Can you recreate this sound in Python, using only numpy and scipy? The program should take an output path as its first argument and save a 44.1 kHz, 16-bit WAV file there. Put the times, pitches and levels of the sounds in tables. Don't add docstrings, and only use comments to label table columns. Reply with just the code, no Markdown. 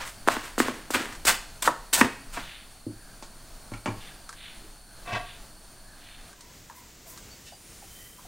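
import sys
import numpy as np
from scipy import signal
from scipy.fft import rfft, irfft, next_fast_len
from scipy.io import wavfile
from scipy.ndimage import map_coordinates

SR = 44100
rng = np.random.default_rng(int(sys.argv[2]) if len(sys.argv) > 2 else 0)


def put_to_file(sound):
    columns = np.atleast_2d(sound).T
    safe = np.clip(columns, -1, 1)
    whole_steps = np.round(safe * 32767)
    wavfile.write(sys.argv[1], SR, whole_steps.astype(np.int16))


N = 364707
PADDED = next_fast_len(N, True)
TIME, HZ = np.arange(N) / SR, np.fft.rfftfreq(PADDED, 1 / SR)

# (skin break [s], snap [dB], knock into the board [dB], flesh tear [s],
# tear crunch [dB], tear fizz [dB], tear rise [s], tear fall [s])
CUTS = [(0.2746, -34.5, -24.5, 0.281, -25, -36, 0.004, 0.005),
        (0.58, -34, -27.5, 0.6, -38, -30.5, 0.014, 0.023),
        (0.9045, -33.5, -32.5, 0.952, -28.5, -31, 0.012, 0.018),
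        (1.2515, -24.5, -34.5, 1.286, -18.5, -18.5, 0.013, 0.027),
        (1.622, -27.5, -53, 1.662, -32, -35, 0.012, 0.022),
        (1.929, -22.5, -49, 1.942, -32, -19.5, 0.0095, 0.028)]
# (time [s], thud [dB], clack [dB], clack pitch [Hz], ring re impact [dB],
# grind [dB], rumble [dB], grind fall [s])
LANDINGS = [(0.2858, -31, -14, 1040, -12, -34.5, -41.5, 0.099),
            (0.602, -18, -19, 1190, -5.5, -34, -36.5, 0.095),
            (0.9456, -41, -24.5, 1790, -7, -31, -36.5, 0.078), (1.2885, -56, -24, 1400, 2, -33, -48, 0.041),
            (1.676, -33, -13, 900, 2, -44, -39.5, 0.019), (2.0128, -17.5, -12, 1400, -2.5, -32, -29, 0.03)]


def gain_of(db):
    return 10 ** (np.asarray(db) / 20)


def unit_rms(x):
    return x / np.sqrt(np.mean(x ** 2) + 1e-20)


def unit_energy(x):
    return x / np.sqrt(np.sum(x ** 2) + 1e-20)


def curve(points, hz=HZ):
    point_hz, value = np.transpose(points)
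    return np.interp(np.log(hz + 1), np.log(point_hz + 1), value)


def add(mix, s, sound):
    part = mix[round(s * SR):][:len(sound)]
    part += sound[:len(part)]


def coloured(x, db):
    return unit_rms(irfft(rfft(x, PADDED) * gain_of(db), PADDED)[:N])


def noise(db):
    return coloured(rng.standard_normal(N), db)


def drift(per_s):
    knots_s = np.arange(int(TIME[-1] * per_s) + 2) / per_s
    return unit_rms(np.interp(TIME, knots_s, rng.standard_normal(len(knots_s))))


def bending(x, share, per_s):
    return map_coordinates(x, [np.cumsum(1 + share * drift(per_s))], mode="mirror")


def wavering(hz, width_hz, wander_hz=40):
    flutter = drift(width_hz) + 1j * drift(width_hz)
    turns = np.cumsum(hz + wander_hz * drift(per_s=10)) / SR
    return unit_rms((flutter * np.exp(2j * np.pi * turns)).real)


def grains(per_s, spread_db):
    size = gain_of(spread_db * np.minimum(rng.exponential(1, N), 4))
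    return unit_rms(size * rng.standard_normal(N) * (rng.random(N) < per_s / SR))


def stroke_power(peak_s, db, rise_s, fall_s):
    power = np.zeros(N)
    near = slice(*np.searchsorted(TIME, [peak_s - 10 * rise_s, peak_s + 10 * fall_s]))
    t = TIME[near] - peak_s
    power[near] = gain_of(db) ** 2 * np.exp(-np.where(t < 0, abs(t / rise_s) ** 3, 2 * t / fall_s))
    return power


def strokes(rows):
    return np.sqrt(sum(stroke_power(*row) for row in rows))


def swells(rows):
    return strokes((s, db, 0.82 * fall_s, fall_s) for s, db, fall_s in rows)


def friction_db(hz, octaves):
    above = np.log2((HZ + 1) / hz) / octaves
    return -6 * np.log1p(above ** 4) - 14 * np.clip(above - 1, 0, 1)


def ringing(modes, t, scatter_db):
    return unit_energy(sum(
        gain_of(db + scatter_db * rng.standard_normal() - 60 * t / t60_s) * np.sin(2 * np.pi * hz * t)
        for hz, db, t60_s in modes))


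def blows(rows, modes, thud_hz, clack_octaves, tick_hz, bounce_db, bounce_t60_s, chatter_db, chatter_t60_s):
    out, t = np.zeros(N), np.arange(SR // 3) / SR
    size = np.sqrt(SR / 100)
    impulse = 1.0 * (t == 0)
    for s, thud_db, clack_db, tick_db, clack_hz, ring_db in rows:
        bounces = rng.standard_normal(len(t)) * gain_of(-60 * t / bounce_t60_s)
        chatter = rng.standard_normal(len(t)) * gain_of(-60 * t / chatter_t60_s)
        body = ringing(modes, t, scatter_db=1.5)
        pressed = body * gain_of(-60 * t / 0.03)
        resonant = [signal.fftconvolve(x, pressed)[:len(t)] for x in (bounces, chatter)] + [body]
        clack_band_hz = clack_hz * 2 ** (clack_octaves * np.array([-0.5, 0.5]))
        for band_hz, db, sources in [(thud_hz, thud_db, resonant), (clack_band_hz, clack_db, resonant),
                                     (tick_hz, tick_db, [bounces, chatter, chatter])]:
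            sos = signal.butter(3, np.clip(band_hz, 20, SR / 2.2), "band", fs=SR, output="sos")
            hit, rebound, rattle, ring = (unit_energy(signal.sosfilt(sos, x))
                                          for x in [impulse, *sources])
            impact = unit_energy(hit + gain_of(ring_db + bounce_db) * rebound)
            tail = unit_energy(ring + gain_of(chatter_db) * rattle)
            add(out, s, gain_of(db) * size * unit_energy(impact + gain_of(ring_db - 2.5) * tail))
    return out


def room(x):
    # (frequency [Hz], t60 [s])
    decay = [(400, 0.49), (1200, 0.48), (3000, 0.61), (8000, 0.48), (16000, 0.23)]
    hz, t, bins = signal.stft(rng.standard_normal(SR), SR, nperseg=256)
    tail = signal.istft(bins * gain_of(-60 * t / curve(decay, hz)[:, None]), SR, nperseg=256)[1]
    return signal.fftconvolve(x, unit_energy(tail))[:N]


def insects():
    # (frequency [Hz], density [dB])
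    chorus_spectrum = [(3500, -28), (7500, -15), (8700, -2.5), (9700, -3.5), (10600, -11), (13000, -18)]
    # (pitch [Hz], level re chorus [dB])
    whine_tones = [(8460, -15), (8578, -16), (9270, -10.5), (9378, -11), (9458, -15.5), (9948, -12),
                   (10061, -18), (10350, -17)]
    wing_hz, trill_hz, trill_end_s = 115.3, 4420, 6.33
    comb_db = 7.5 * abs(np.cos(np.pi * (HZ - 9267) / wing_hz)) ** 10
    chorus = noise(curve(chorus_spectrum) + comb_db)
    whines = sum(gain_of(db) * wavering(hz, width_hz=14, wander_hz=4) for hz, db in whine_tones)
    trill = noise(-10 * np.log10(1 + ((HZ - trill_hz) / 230) ** 6))
    return chorus + whines + gain_of(-2) * bending(trill, share=0.013, per_s=5) * (TIME < trill_end_s)


def background():
    # (frequency [Hz], density [dB])
    near_spectrum = [(15, 2), (26, 10.5), (45, -6.5), (100, -9), (220, -12.5), (520, -19.5), (660, -14),
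                     (1000, -19.5), (1550, -19), (2000, -25), (3200, -25.5), (7000, -25), (11000, -32.5),
                     (16000, -31)]
    # (frequency [Hz], density [dB])
    open_spectrum = [(12, -27), (20, 3.5), (262, -9), (574, -14.5), (1030, -18), (1860, -17), (3530, -19),
                     (7310, -16), (10500, -27), (16000, -23)]
    # (time [s], near air [dB], open air [dB], insects [dB])
    levels = [(0, -45.5, -78, -58.5), (3.3, -48, -80, -60), (4.0, -47.5, -83, -58.5),
              (6.32, -47.5, -67, -60.5), (6.36, -59, -53, -80), (7.3, -78, -50, -76),
              (7.6, -86, -50.5, -57.5), (8.27, -55, -50.5, -62)]
    times_s, *levels_db = np.transpose(levels)
    airs = [noise(curve(air)) * gain_of(1.47 * drift(per_s=7)) for air in (near_spectrum, open_spectrum)]
    return sum(x * gain_of(np.interp(TIME, times_s, db)) for x, db in zip([*airs, insects()], levels_db))


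def side_hiss():
    # (frequency [Hz], density [dB])
    hiss_spectrum = [(200, 3), (900, -2), (4000, -4), (16000, 1)]
    return np.array([[1], [-1]]) * gain_of(-63.5) * noise(curve(hiss_spectrum))


def birds():
    calls_s = [3.1, 4.17, 5.0, 5.971]
    hoots_s = [6.45, 6.8, 7.14]
    # (peak [s], level [dB], pitch [Hz], fall [s])
    notes = [(7.328, -47, 4540, 0.014), (7.503, -55, 2880, 0.042), (7.55, -56, 4760, 0.038),
             (8.04, -57.5, 1950, 0.06), (8.053, -59, 3120, 0.16)]
    out = wavering(1610, width_hz=350) * swells((s, -61, 0.15) for s in calls_s)
    hoot = wavering(1000, width_hz=150) + gain_of(-7.5) * wavering(2000, width_hz=300)
    out += hoot * swells((s, -56, 0.054) for s in hoots_s)
    out += sum(wavering(hz, width_hz=200) * swells([(s, db, fall_s)]) for s, db, hz, fall_s in notes)
    overtones = sum(wavering(k * 890, width_hz=200) for k in range(2, 7))
    rasp = noise(-6 * np.log1p(np.log2((HZ + 1) / 4500) ** 4))
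    squawk = (overtones + gain_of(10) * rasp) * swells([(7.485, -60, 0.03)])
    return out + squawk


def nudging():
    # (peak [s], level [dB], fall [s])
    rubs = [(2.52, -45.5, 0.11), (4.07, -49.5, 0.085), (4.48, -46.5, 0.11), (5.31, -47, 0.072),
            (6.14, -52.5, 0.14)]
    # (frequency [Hz], boost [dB])
    rub_peaks = [(3000, 2.5), (3570, 7), (4060, 6)]
    # (peak [s], level [dB], fall [s])
    brushes = [(6.79, -53.5, 0.04), (7.11, -47, 0.042), (8.05, -51.5, 0.21)]
    # (time [s], level [dB], pitch [Hz])
    taps = [(4.642, -48.5, 327), (6.702, -47.5, 990), (7.061, -50.5, 700), (7.525, -48, 716),
            (7.824, -50.5, 760), (8.19, -52, 1050), (8.255, -54, 700)]
    friction = grains(per_s=9000, spread_db=-1)
    peaks_db = sum(db / (1 + ((HZ - hz) / 110) ** 2) for hz, db in rub_peaks)
    rasp = friction * gain_of(1.3 * drift(per_s=300))
    out = coloured(rasp, friction_db(2380, octaves=0.71) + peaks_db) * swells(rubs)
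    out += coloured(friction, friction_db(11700, octaves=1)) * swells(brushes)
    for s, db, hz in taps:
        resonance_db = -20 * np.log10(1 + ((HZ - hz) / (0.15 * hz)) ** 2)
        out += coloured(friction, resonance_db) * strokes([(s, db, 0.004, 0.02)])
    return out


def slab_clicks():
    # (time [s], clack [dB], tick [dB])
    contacts = [(1.126, -48, -46), (1.152, -46, -46), (4.292, -39.5, -42.5), (4.328, -45, -48),
                (6.33, -51.5, -54), (6.408, -58, -47), (6.699, -47.5, -55), (7.176, -49.5, -45.5)]
    # (frequency [Hz], level [dB], t60 [s])
    slab_modes = [(1175, 2, 0.06), (1320, -8, 0.08), (1570, 2, 0.06)]
    clack_hz, ring_db = 1380, 3.5
    rows = [(s, clack_db - 26, clack_db, tick_db, clack_hz, ring_db) for s, clack_db, tick_db in contacts]
    return blows(rows, slab_modes, thud_hz=(210, 340), clack_octaves=1.3, tick_hz=(3800, 9600),
                 bounce_db=-3, bounce_t60_s=0.045, chatter_db=8, chatter_t60_s=0.11)


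def pot_knocks():
    # (time [s], thud [dB], clack [dB], tick [dB], clack pitch [Hz])
    knocks = [(2.866, -29.5, -64, -66, 900), (3.225, -47, -42, -44.5, 1240), (3.718, -37, -42, -56, 1010),
              (3.737, -43.5, -38.5, -49.5, 1530), (3.859, -30.5, -26.5, -40.5, 1430),
              (3.875, -27.5, -30.5, -51, 850)]
    # (frequency [Hz], level [dB], t60 [s])
    pot_modes = [(264, -2, 0.056), (342, 2.5, 0.069), (619, 5, 0.09), (882, 6.5, 0.075), (1100, 6, 0.057),
                 (1400, 6.5, 0.027), (1670, -4, 0.05), (1860, 3, 0.027), (2280, 8.5, 0.021),
                 (2700, 3, 0.016)]
    ring_db = 6
    rows = [(*row, ring_db) for row in knocks]
    return blows(rows, pot_modes, thud_hz=(185, 420), clack_octaves=2.02, tick_hz=(3000, 8100),
                 bounce_db=-4, bounce_t60_s=0.051, chatter_db=3.5, chatter_t60_s=0.2)


def pot_booms():
    # (time [s], relative level [dB])
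    booms = [(2.865, -36.5), (3.719, -36.5), (3.881, -31.5), (5.122, -34.5)]
    hollow_hz, rise_s, t60_s = 107, 0.0057, 0.24
    out, t = np.zeros(N), np.arange(SR // 2) / SR
    boom = 2 * np.sin(2 * np.pi * hollow_hz * t) * (1 - np.exp(-t / rise_s)) * gain_of(-60 * t / t60_s)
    for s, db in booms:
        add(out, s, gain_of(db) * boom)
    return out


def lid_drag():
    # (peak [s], relative level [dB], rise [s], fall [s])
    drags = [(5.1, -35.5, 0.029, 0.045), (5.14, -28.5, 0.016, 0.037), (5.167, -29.5, 0.02, 0.027)]
    # (frequency [Hz], level [dB], t60 [s])
    lid_modes = [(719, 7, 0.19), (754, 2.5, 0.12), (1142, 7.5, 0.11), (1615, 7, 0.068), (1890, -1, 0.09),
                 (2040, 0.5, 0.09), (2350, -2, .08), (2650, 9.5, 0.033), (3580, -5, .035), (4000, -4, .035)]
    # (frequency [Hz], density [dB])
    grit_spectrum = [(60, -20), (130, -4), (480, -23), (850, -1), (1600, -7.5), (2950, -2), (5200, -11.5),
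                     (15000, -38)]
    envelope, t = strokes(drags), np.arange(SR // 2) / SR
    slips = np.tanh(grains(per_s=2400, spread_db=-1.5) / 2)
    slips = unit_rms(slips * gain_of(1.8 * drift(per_s=450)))
    ring = signal.oaconvolve(slips * envelope, ringing(lid_modes, t, scatter_db=1))[:N]
    return gain_of(0.5) * ring + gain_of(-5) * envelope * coloured(slips, curve(grit_spectrum))


def board_blows():
    # (time [s], thud [dB], clack [dB], clack pitch [Hz], ring re impact [dB])
    touches = [(0.3672, -32, -29.5, 1240, -7), (0.6835, -29, -26.5, 915, -6.5),
               (0.949, -39, -24.5, 1700, -7), (0.957, -29.5, -29, 1740, -6), (2.0092, -30, -25, 1100, -7),
               (2.016, -31, -18.5, 1810, -2), (2.052, -26, -36, 1000, 6), (2.372, -37.5, -31, 1250, 13)]
    # (frequency [Hz], level [dB], t60 [s])
    board_modes = [(273, 0, 0.12), (327, -2.5, 0.12), (705.5, 1, 0.12), (970, -1, 0.14), (1102, 6.5, 0.078),
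                   (1230, 2.5, 0.059), (1600, -4, 0.081), (1825, 6, 0.038), (2602, 2.5, 0.054)]
    skin_hz, skin_ring_db = 850, -9
    tick_offset_db, tick_slope = -17, 1.088
    skins = [(s, db, db, skin_hz, skin_ring_db) for s, _, db, *_ in CUTS]
    rows = [(s, thud_db, clack_db, tick_offset_db + tick_slope * clack_db, hz, ring_db)
            for s, thud_db, clack_db, hz, ring_db, *_ in [*LANDINGS, *skins, *touches]]
    return blows(rows, board_modes, thud_hz=(225, 440), clack_octaves=1.58, tick_hz=(2300, 9900),
                 bounce_db=-1, bounce_t60_s=0.019, chatter_db=0, chatter_t60_s=0.078)


def cut_envelopes():
    # (peak [s], crunch [dB], fizz [dB])
    sweeps = [(0.021, -35.5, -47), (0.071, -45.5, -42), (0.322, -34.5, -39.5), (0.452, -41, -44),
              (2.349, -43, -43.5), (2.38, -37, -62)]
    edge_s = 0.0045
    crunch, fizz, rumble = np.zeros((3, N))
    for cut, landing in zip(CUTS, LANDINGS):
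        start_s, snap_db, _, tear_s, crunch_db, fizz_db, tear_rise_s, tear_fall_s = cut
        land_s, *_, grind_db, rumble_db, grind_fall_s = landing
        entered = np.clip((TIME - start_s) / edge_s, 0, 1)
        not_landed = np.clip((land_s + edge_s - TIME) / edge_s, 0, 1)
        snap = stroke_power(start_s + 0.0038, snap_db, rise_s=0.003, fall_s=0.0058)
        sink = gain_of(snap_db) ** 2 * np.minimum(entered, not_landed)
        tear = stroke_power(tear_s, 0, tear_rise_s, tear_fall_s) * entered
        grind = stroke_power(land_s + 0.035, 0, rise_s=0.034, fall_s=grind_fall_s)
        for power, to_crunch_db, to_fizz_db in [(snap, -7.5, 0), (sink, -11, -6),
                                                (tear, crunch_db, fizz_db),
                                                (grind, grind_db, grind_db - 10)]:
            crunch += gain_of(to_crunch_db) ** 2 * power
            fizz += gain_of(to_fizz_db) ** 2 * power
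        rumble += gain_of(rumble_db) ** 2 * grind
    for s, crunch_db, fizz_db in sweeps:
        sweep = stroke_power(s, 0, rise_s=0.017, fall_s=0.041)
        crunch += gain_of(crunch_db) ** 2 * sweep
        fizz += gain_of(fizz_db) ** 2 * sweep
    return np.sqrt([crunch, fizz, rumble]) * gain_of(drift(per_s=70))


def knife():
    # (frequency [Hz], level [dB], t60 [s])
    blade_modes = [(1050, 7.2, 0.067), (1555, 6, 0.049), (1827, 6.6, 0.045), (2604, 4, 0.03)]
    # (frequency [Hz], density [dB])
    crunch_spectrum = [(150, -14), (430, -8), (750, -3.5), (1050, 0.5), (1600, 2), (2300, -1.5),
                       (3600, -6.5), (6000, -12), (16000, -35)]
    # (frequency [Hz], density [dB])
    fizz_spectrum = [(1500, -13), (3500, -2.5), (6000, -3.5), (8200, 1.5), (10500, -7.5), (16000, -9.5)]
    # (frequency [Hz], density [dB])
    rumble_spectrum = [(50, -18), (110, -4.5), (170, -10), (270, -1), (340, -2.5), (470, -7), (700, -10),
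                       (2000, -44)]
    # (peak offset [s], level [dB], rise [s], fall [s])
    shudder = (-0.03, -28, 0.0174, 0.03)
    crunch_gain, fizz_gain, rumble_gain = cut_envelopes()
    tearing = grains(per_s=6500, spread_db=1)
    blade_response = ringing(blade_modes, np.arange(SR // 8) / SR, scatter_db=-0.5)
    blade = unit_rms(signal.oaconvolve(tearing, blade_response)[:N])
    gripped = gain_of(-8) * bending(blade, share=0.06, per_s=10)
    crunch = unit_rms(coloured(tearing, curve(crunch_spectrum)) + gripped) * crunch_gain
    fizz = coloured(grains(per_s=14000, spread_db=3.5), curve(fizz_spectrum)) * fizz_gain
    rumble = coloured(grains(per_s=1300, spread_db=1), curve(rumble_spectrum)) * rumble_gain
    offset_s, *shape = shudder
    last_ring = blade * strokes([(LANDINGS[-1][0] + offset_s, *shape)])
    return crunch + fizz + rumble + board_blows() + last_ring


def scene():
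    cuts = knife()
    stoneware = pot_knocks() + lid_drag() + pot_booms()
    reverb = room(gain_of(-14) * cuts + gain_of(-11.5) * stoneware)
    return cuts + stoneware + reverb + nudging() + slab_clicks() + birds() + background() + side_hiss()


def record(dry):
    ceiling, edge_hz = 0.93, 15850
    lowpass = signal.firwin(511, edge_hz, window=("kaiser", 9), fs=SR)
    return signal.oaconvolve(np.clip(dry, -ceiling, ceiling), lowpass[None], "same")


dry = scene()
out = record(dry)
put_to_file(out)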